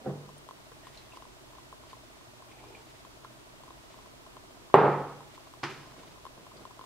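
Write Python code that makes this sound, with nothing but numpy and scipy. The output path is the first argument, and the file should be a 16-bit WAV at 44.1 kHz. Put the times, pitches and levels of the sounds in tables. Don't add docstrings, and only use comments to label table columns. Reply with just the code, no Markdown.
import sys
import numpy as np
from scipy import signal
from scipy.fft import rfft, irfft, next_fast_len
from scipy.io import wavfile
from scipy.ndimage import map_coordinates

SR = 44100
rng = np.random.default_rng(int(sys.argv[2]) if len(sys.argv) > 2 else 0)


def to_wav(sig):
    pcm = np.clip(np.atleast_2d(sig), -1, 1) * 32767
    pcm = np.round(pcm).astype(np.int16)
    wavfile.write(sys.argv[1], SR, pcm.T)


N = 302173

# pitch in Hz, level in dB.
FLOOR_COLOUR = [(12, -48), (20, -5), (116, -5.5), (181, -6.5), (364, -5.5), (418, -5.5), (537, -8),
                (653, -6), (730, -7.5), (993, -6), (1690, -13), (3580, -15), (8270, -21.5), (13300, -28),
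                (15700, -32)]
# pitch in Hz, likeness from -1 to 1.
FLOOR_ALIKE = [(60, 0.85), (150, -0.78), (380, -0.45), (950, -0.046), (2380, -0.55), (5980, -0.15),
               (15000, 0.012)]
# pitch in Hz, level in dB.
DRONE_COLOUR = [(25, -24), (40, -9), (53, 2.0), (72, -22), (85, -13), (100, -6.5), (125, 1.5),
                (170, -14), (290, -6.5), (365, -5.0), (450, -17), (1000, -55)]
# pitch in Hz, time to fall 60 dB in seconds.
ROOM_DECAY = [(100, 0.87), (350, 0.63), (1000, 0.66), (2700, 0.74), (5500, 0.91), (12000, 0.3)]
# pitch in Hz, likeness from -1 to 1.
ROOM_ALIKE = [(100, 0.79), (640, 0.94), (1400, 0.75), (3100, 0.79), (7000, .1)]
# time of the peak in seconds, length in seconds,
# dull rubbing level in dB, crisp rustle level in dB.
ARM_STROKES = [(0.957, 0.35, -73, -62), (1.162, 0.22, -68, -63), (1.91, .14, -72, -62.5),
               (2.91, 0.31, -65, -61), (3.917, 0.35, -65, -64.5), (4.553, 0.45, -61.5, -76),
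               (5.4, 0.51, -76, -63.5), (5.996, 0.33, -56, -63), (6.404, 0.076, -50, -75),
               (6.591, 0.14, -52.5, -67)]
# pitch in Hz, level in dB.
RUB_COLOUR = [(60, -32), (140, 4), (400, 4.5), (800, -4), (1500, -9), (4000, -47), (10000, -70)]
# pitch in Hz, level in dB.
RUSTLE_COLOUR = [(600, -31), (2000, 2.5), (4200, -1.5), (7000, -7.5), (15000, -22)]
# start in seconds, level in dB.
FOCUS_STEPS = [(0.29, -42), (0.488, -36.5), (0.509, -37), (0.717, -45.5), (0.869, -40), (1.135, -44),
               (1.171, -37), (1.222, -41.5), (1.252, -45), (1.583, -42), (1.726, -40), (1.93, -38.5),
               (3.049, -42.5), (3.247, -38.5), (3.635, -42.5), (3.679, -44), (3.705, -39.5), (4.367, -38.5),
               (5.205, -42.5), (5.377, -41.5), (5.537, -41), (6.252, -35.5), (6.265, -36), (6.466, -42.5),
               (6.517, -45), (6.652, -36), (6.792, -38), (6.811, -38.5), (6.839, -41)]
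# pitch in Hz, width in Hz, level in dB.
LENS_TONES = [(420, 100, -6), (1040, 84, 8), (1340, 460, -21), (3060, 550, -16), (4480, 440, -25.5)]
# start in seconds, level in dB,
# pitch in Hz, time to fall 60 dB in seconds.
SMALL_CLICKS = [(0.379, -47, 9060, 0.028), (0.717, -46, 1520, 0.037), (0.717, -44, 450, 0.044),
                (0.834, -56, 1890, 0.38), (0.9727, -43, 4150, 0.057), (0.984, -56, 4120, 0.23),
                (1.1196, -51.5, 2660, .1), (1.8976, -55, 4600, .12), (2.5122, -47.5, 2330, 0.06),
                (2.588, -54, 2360, 0.13), (2.6844, -54, 5200, 0.067), (2.7494, -45.5, 2400, 0.05),
                (3.245, -43, 1380, 0.05), (6.567, -52, 4570, 0.087)]
# pitch in Hz, pitch spread in octaves, level in dB at full flow,
# dB gained per dB of flow.
GURGLES = [(388, 0.207, -50, 2), (802, 0.122, -56, 0.5)]
# pitch in Hz, level in dB.
FIZZ_COLOUR = [(1000, -45), (2150, -11), (2350, 3), (2600, -2), (3500, -15), (9000, -50)]
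# start in seconds, level in dB,
# contact brightness in Hz, room share in dB.
CLACKS = [(5.6305, -34, 4000, 3), (5.6331, -24.5, 5500, 3.5), (5.6386, -21, 6000, -7),
          (5.703, -42, 9000, 10)]
# pitch in Hz, width in Hz, level in dB.
CASE_TONES = [(353, 62, 8), (1050, 490, -0.5), (1550, 380, 3), (2370, 1400, -7.5), (5000, 1150, -7.5)]
# pitch in Hz, level in dB.
CASE_ECHO = [(60, -54), (140, -3), (190, -16.5), (350, -4), (430, -11), (590, -24), (820, -9.5),
             (1500, -11), (2500, -15), (3700, -22), (5100, -21), (7500, -29), (14000, -35)]
# pitch in Hz, level in dB.
SCRAPE_COLOUR = [(70, -35), (150, -20), (195, -1), (270, -7), (400, 2), (520, 0), (730, -8), (880, -18),
                 (1300, -26), (1700, -22), (2300, -40), (6000, -59)]
# pitch in Hz, level in dB.
CHINK_COLOUR = [(4000, -25), (8200, -5), (8900, 4), (9700, -5), (12000, -8), (15000, -6)]
# start in seconds, level in dB, contact brightness in Hz,
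# share that rings on in the room in dB.
KNOCKS = [(0.047, -31, 233, -14), (0.0645, -12.5, 170, 5), (0.106, -33, 1500, -5.5),
          (4.7412, 2.5, 2970, -2.5), (4.7462, -18.5, 2000, -18), (4.7872, -11, 1600, 3.5),
          (4.838, -13.5, 1870, 7)]
# pitch in Hz, width in Hz, level in dB.
TABLE_TONES = [(160.5, 17, -3.5), (405, 57, 1.5), (693, 230, -5.5), (1090, 94, -0.5), (1680, 120, -31),
               (2220, 88, -37), (2824, 43, -20), (3980, 84, -28), (7460, 4000, -51)]
# pitch in Hz, level in dB, time to fall 60 dB in seconds.
STANDING_WAVES = [(144, 7, .74), (193, 0, .6), (242, -12, .75), (290, -6, .65), (388, 1, .55),
                  (414, 3, .55), (448, 3, .52), (484, 0, .52), (510, 6, .55), (541, 0, .55), (565, -2, .55),
                  (602, 0, .62), (722, -1, .55), (781, -1, .6), (800, 5, .6), (921, 0, .65), (948, -3, .6),
                  (1012, -3, .6), (1087, -2, .6), (1276, -3, .6), (1331, -6, .6)]
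# pitch in Hz, level in dB.
WOOD_ECHO = [(40, -72), (105, -17), (170, -16), (270, -11.5), (440, -2.5), (660, -8.5), (820, -2.5),
             (1130, -8.5), (1280, -7.5), (1480, -15), (2050, -21.5), (3100, -30.5), (5000, -38),
             (12000, -52)]

TOP_HZ = 15750
STROKE_RISE_SHARE, STROKE_DEPTH_DB = 0.47, 12
CATCHES_PER_S, RUB_CATCH_DB, RUSTLE_CATCH_DB = 65, 3, 3.5
RUB_REST_DB, RUSTLE_REST_DB = -73, -73
FRAME_HZ = 29.97
FAINT_STEP_DB, FAINT_SPREAD_DB = -46.5, 1.5
IDLE_STEPS_PER_S, BUSY_STEPS_PER_S, BUSY_FROM_S = 4, 12, 5.75
HUNT_DB, HUNT_HZ, HUNT_SPREAD_HZ, HUNT_RISE_S = -51, 640.5, 13, 0.0029
HUNT_EVERY_FRAMES = 2.25
SIP_START_S, SIP_PEAK_S, SIP_END_S = 2.47, 2.71, 2.82
SIP_RISE_DB, SIP_FALL_DB = 12, 7
FIZZ_DB, BUBBLE_SPREAD_DB = -66, 1.2
FIZZ_EDGE_S = 0.03
SLIP_S, SLIP_ATTACK_S, SLIDE_S, LIFT_OFF_S = 0.059, 0.019, 0.037, 0.023
CREEP_DB, SLIP_DB, SLIDE_FADE_DB_PER_S, LIFT_OFF_DB = -53.5, -30, 246, 33
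CHINK_S, CHINK_DB, CHINK_RISE_S, CHINK_T60_S = 4.749, -44, 0.0039, 0.062


def amp(db):
    return 10 ** (np.asarray(db) / 20)


def unit(x):
    return x / np.sqrt(np.mean(x ** 2) + 1e-20)


def along(points, hz):
    f, v = np.transpose(points)
    return np.interp(np.log(hz + 1), np.log(f + 1), v)


def filtered(x, response):
    n = x.shape[-1]
    padded = next_fast_len(n + SR // 4)
    hz = np.fft.rfftfreq(padded, 1 / SR)
    return irfft(rfft(x, padded) * response(hz), padded)[..., :n]


def add(out, s, x):
    i = max(round(s * SR), 0)
    part = out[..., i:i + x.shape[-1]]
    part += x[..., :part.shape[-1]]


def swell(t, peak_s, rise_s, fall_s, rise_db, fall_db):
    return np.minimum(rise_db * (t - peak_s) / rise_s, fall_db * (peak_s - t) / fall_s)


def ring(tones):
    f = np.arange(SR // 2 + 1)
    response = 0
    for k, (hz, width, db) in enumerate(tones):
        resonance = 1j * f * width / (hz * hz - f * f + 1j * f * width)
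        response = response + (-1) ** k * amp(db) * resonance
    x = irfft(response, SR)
    x[SR // 2:] = 0
    return x / np.abs(x).max()


def noise(colour, alike, size):
    def response(hz):
        turn = np.arccos(np.clip(along(alike, hz), -1, 1)) / 2
        return amp(along(colour, hz)) * np.array([np.cos(turn), np.sin(turn)])

    mid, side = filtered(rng.standard_normal((2, size)), response)
    return unit(np.array([mid + side, mid - side]))


def echo(colour, build, early_db, early_t60):
    hz, t, bands = signal.stft(noise(colour, ROOM_ALIKE, size=SR), SR, nperseg=512)
    fade = amp(-60 * t / along(ROOM_DECAY, hz)[:, None])
    tail = signal.istft(bands * fade, SR, nperseg=512)[1][:, :SR]
    age = np.arange(SR) / SR
    early = 1 + amp(early_db - 60 * age / early_t60)
    return tail * (1 - np.exp(-age / build)) * early


def boom():
    t = np.arange(SR) / SR
    waves = 0
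    for k, (hz, db, t60) in enumerate(STANDING_WAVES):
        waves = waves + (-1) ** k * amp(db - 60 * t / t60) * np.sin(2 * np.pi * hz * t)
    return waves * (1 - np.exp(-t / 0.005))


def blows(rows, body, colour, echo_db, boom_db, build, early_db, early_t60):
    low_hz = 105
    out = np.zeros((2, N))
    direct, hum = ring(body), amp(boom_db) * boom()
    for s, db, bright_hz, room_db in rows:
        room = amp(echo_db) * echo(colour, build, early_db, early_t60) + hum
        hit = direct + amp(room_db) * room

        def softness(hz):
            ratio = hz / bright_hz
            return 1 / (1 + 1j * np.sqrt(2) * ratio - ratio ** 2)

        add(out, s, amp(db) * filtered(hit, softness))
    return filtered(out, lambda hz: hz ** 2 / (hz ** 2 - low_hz ** 2 - 1j * hz * low_hz))


def room_tone():
    floor = amp(-53.5) * noise(FLOOR_COLOUR, FLOOR_ALIKE, size=N)
    drone = amp(-60.5) * noise(DRONE_COLOUR, ROOM_ALIKE, size=N)
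    return floor + drone


def sleeves():
    t = np.arange(N) / SR
    rub, rustle = amp(RUB_REST_DB), amp(RUSTLE_REST_DB)
    for s, length, rub_db, rustle_db in ARM_STROKES:
        rise_s, fall_s = STROKE_RISE_SHARE * length, (1 - STROKE_RISE_SHARE) * length
        stroke_db = swell(t, s, rise_s, fall_s, STROKE_DEPTH_DB, STROKE_DEPTH_DB)
        rub = np.hypot(rub, amp(rub_db + stroke_db))
        rustle = np.hypot(rustle, amp(rustle_db + stroke_db))
    catches = map_coordinates(rng.standard_normal(N // 100), [t * CATCHES_PER_S])
    rubbing = rub * amp(RUB_CATCH_DB * catches) * noise(RUB_COLOUR, ROOM_ALIKE, size=N)
    rustling = rustle * amp(RUSTLE_CATCH_DB * catches) * noise(RUSTLE_COLOUR, ROOM_ALIKE, size=N)
    return rubbing + rustling


def focus_motor():
    ticks, step = np.zeros(N), ring(LENS_TONES)
    frames = np.arange(int(N / SR * FRAME_HZ)) / FRAME_HZ
    chance, delay = rng.random((2, len(frames)))
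    levels = rng.normal(FAINT_STEP_DB, FAINT_SPREAD_DB, len(frames))
    steps_per_s = np.where(frames < BUSY_FROM_S, IDLE_STEPS_PER_S, BUSY_STEPS_PER_S)
    taken = chance < steps_per_s / FRAME_HZ
    faint = list(zip((frames + delay / FRAME_HZ)[taken], levels[taken]))
    for s, db in list(FOCUS_STEPS) + faint:
        add(ticks, s + 0.00098, amp(db + 2.5) * step)
    t = np.arange(SR // 25) / SR
    shape = t / HUNT_RISE_S * np.exp(1 - t / HUNT_RISE_S)
    for frame in np.floor(np.arange(0.5, len(frames), HUNT_EVERY_FRAMES)):
        nudge = shape * np.sin(2 * np.pi * rng.normal(HUNT_HZ, HUNT_SPREAD_HZ) * t)
        add(ticks, frame / FRAME_HZ - 0.001, amp(HUNT_DB) * nudge)
    return np.array([amp(1.5) * ticks, amp(-1.5) * np.roll(ticks, shift=4)])


def small_clicks():
    out, t = np.zeros((2, N)), np.arange(SR // 4) / SR
    touch = 1 - np.exp(-t / 0.001)
    for s, db, hz, t60 in SMALL_CLICKS:
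        colour = [(hz / 4, -40), (hz * 0.87, -14), (hz, 0), (hz * 1.1, -14), (hz * 4, -45)]
        ping = noise(colour, ROOM_ALIKE, size=len(t))
        add(out, s, amp(db - 2 - 60 * t / t60) * touch * ping)
    return out


def sip():
    bubbles, t = np.zeros(N), np.arange(SR // 16) / SR
    envelope = np.exp(-t / 0.014) * (1 - np.exp(-t / 0.001))
    rise_s, fall_s = SIP_PEAK_S - SIP_START_S, SIP_END_S - SIP_PEAK_S
    for at in np.linspace(SIP_START_S, SIP_END_S, 50) + rng.normal(0, 0.004, size=50):
        flow_db = swell(at, SIP_PEAK_S, rise_s, fall_s, SIP_RISE_DB, SIP_FALL_DB)
        for pitch_hz, spread, db, growth in GURGLES:
            hz = pitch_hz * 2 ** rng.normal(0, spread)
            bubble = np.sin(2 * np.pi * hz * (t + 2 * t * t)) * envelope
            level_db = growth * flow_db + rng.normal(db, BUBBLE_SPREAD_DB)
            add(bubbles, at, amp(level_db) * bubble)
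    fizz = noise(FIZZ_COLOUR, ROOM_ALIKE, size=N)
    lip_times = [SIP_START_S, SIP_START_S + FIZZ_EDGE_S, SIP_END_S - FIZZ_EDGE_S, SIP_END_S]
    lips = np.interp(np.arange(N) / SR, lip_times, [0, 1, 1, 0])
    return bubbles + amp(FIZZ_DB) * lips * fizz


def wrist():
    clacks = blows(CLACKS, CASE_TONES, CASE_ECHO, echo_db=-18.5, boom_db=-41.0,
                   build=0.00078, early_db=5.0, early_t60=0.16)
    return clacks * amp([[-0.4], [0.4]])


def drag():
    free_s, last_db = SLIP_S + SLIDE_S, SLIP_DB - SLIDE_FADE_DB_PER_S * SLIDE_S
    t = np.arange(SR // 4) / SR
    times = [SLIP_S - SLIP_ATTACK_S, SLIP_S, free_s, free_s + LIFT_OFF_S]
    levels = [CREEP_DB, SLIP_DB, last_db, last_db - LIFT_OFF_DB]
    level_db = np.interp(t, times, levels, right=-np.inf)
    slips = amp(level_db) * rng.standard_normal(len(t))
    answer = echo(SCRAPE_COLOUR, build=0.0012, early_db=17.5, early_t60=0.096)
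    answer = answer / np.linalg.norm(answer[0])
    out = np.zeros((2, N))
    add(out, 0, signal.fftconvolve(slips[None], answer, axes=1))
    return out * amp([[-0.7], [0.7]])


def chink():
    out, t = np.zeros((2, N)), np.arange(SR // 4) / SR
    envelope = amp(CHINK_DB - 60 * t / CHINK_T60_S) * (1 - np.exp(-t / CHINK_RISE_S))
    add(out, CHINK_S, envelope * noise(CHINK_COLOUR, ROOM_ALIKE, size=len(t)))
    return out


def mug():
    knocks = blows(KNOCKS, TABLE_TONES, WOOD_ECHO, echo_db=-16, boom_db=-32,
                   build=0.0014, early_db=-22, early_t60=0.05)
    return knocks * amp([[-0.6], [0.6]])


def scene():
    background = room_tone() * amp([[-0.4], [0.4]]) + sleeves() + focus_motor()
    return background + small_clicks() + sip() + wrist() + drag() + chink() + mug()


def record(dry):
    return filtered(np.clip(dry, -1, 1), lambda hz: hz < TOP_HZ)


dry = scene()
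out = record(dry)
to_wav(out)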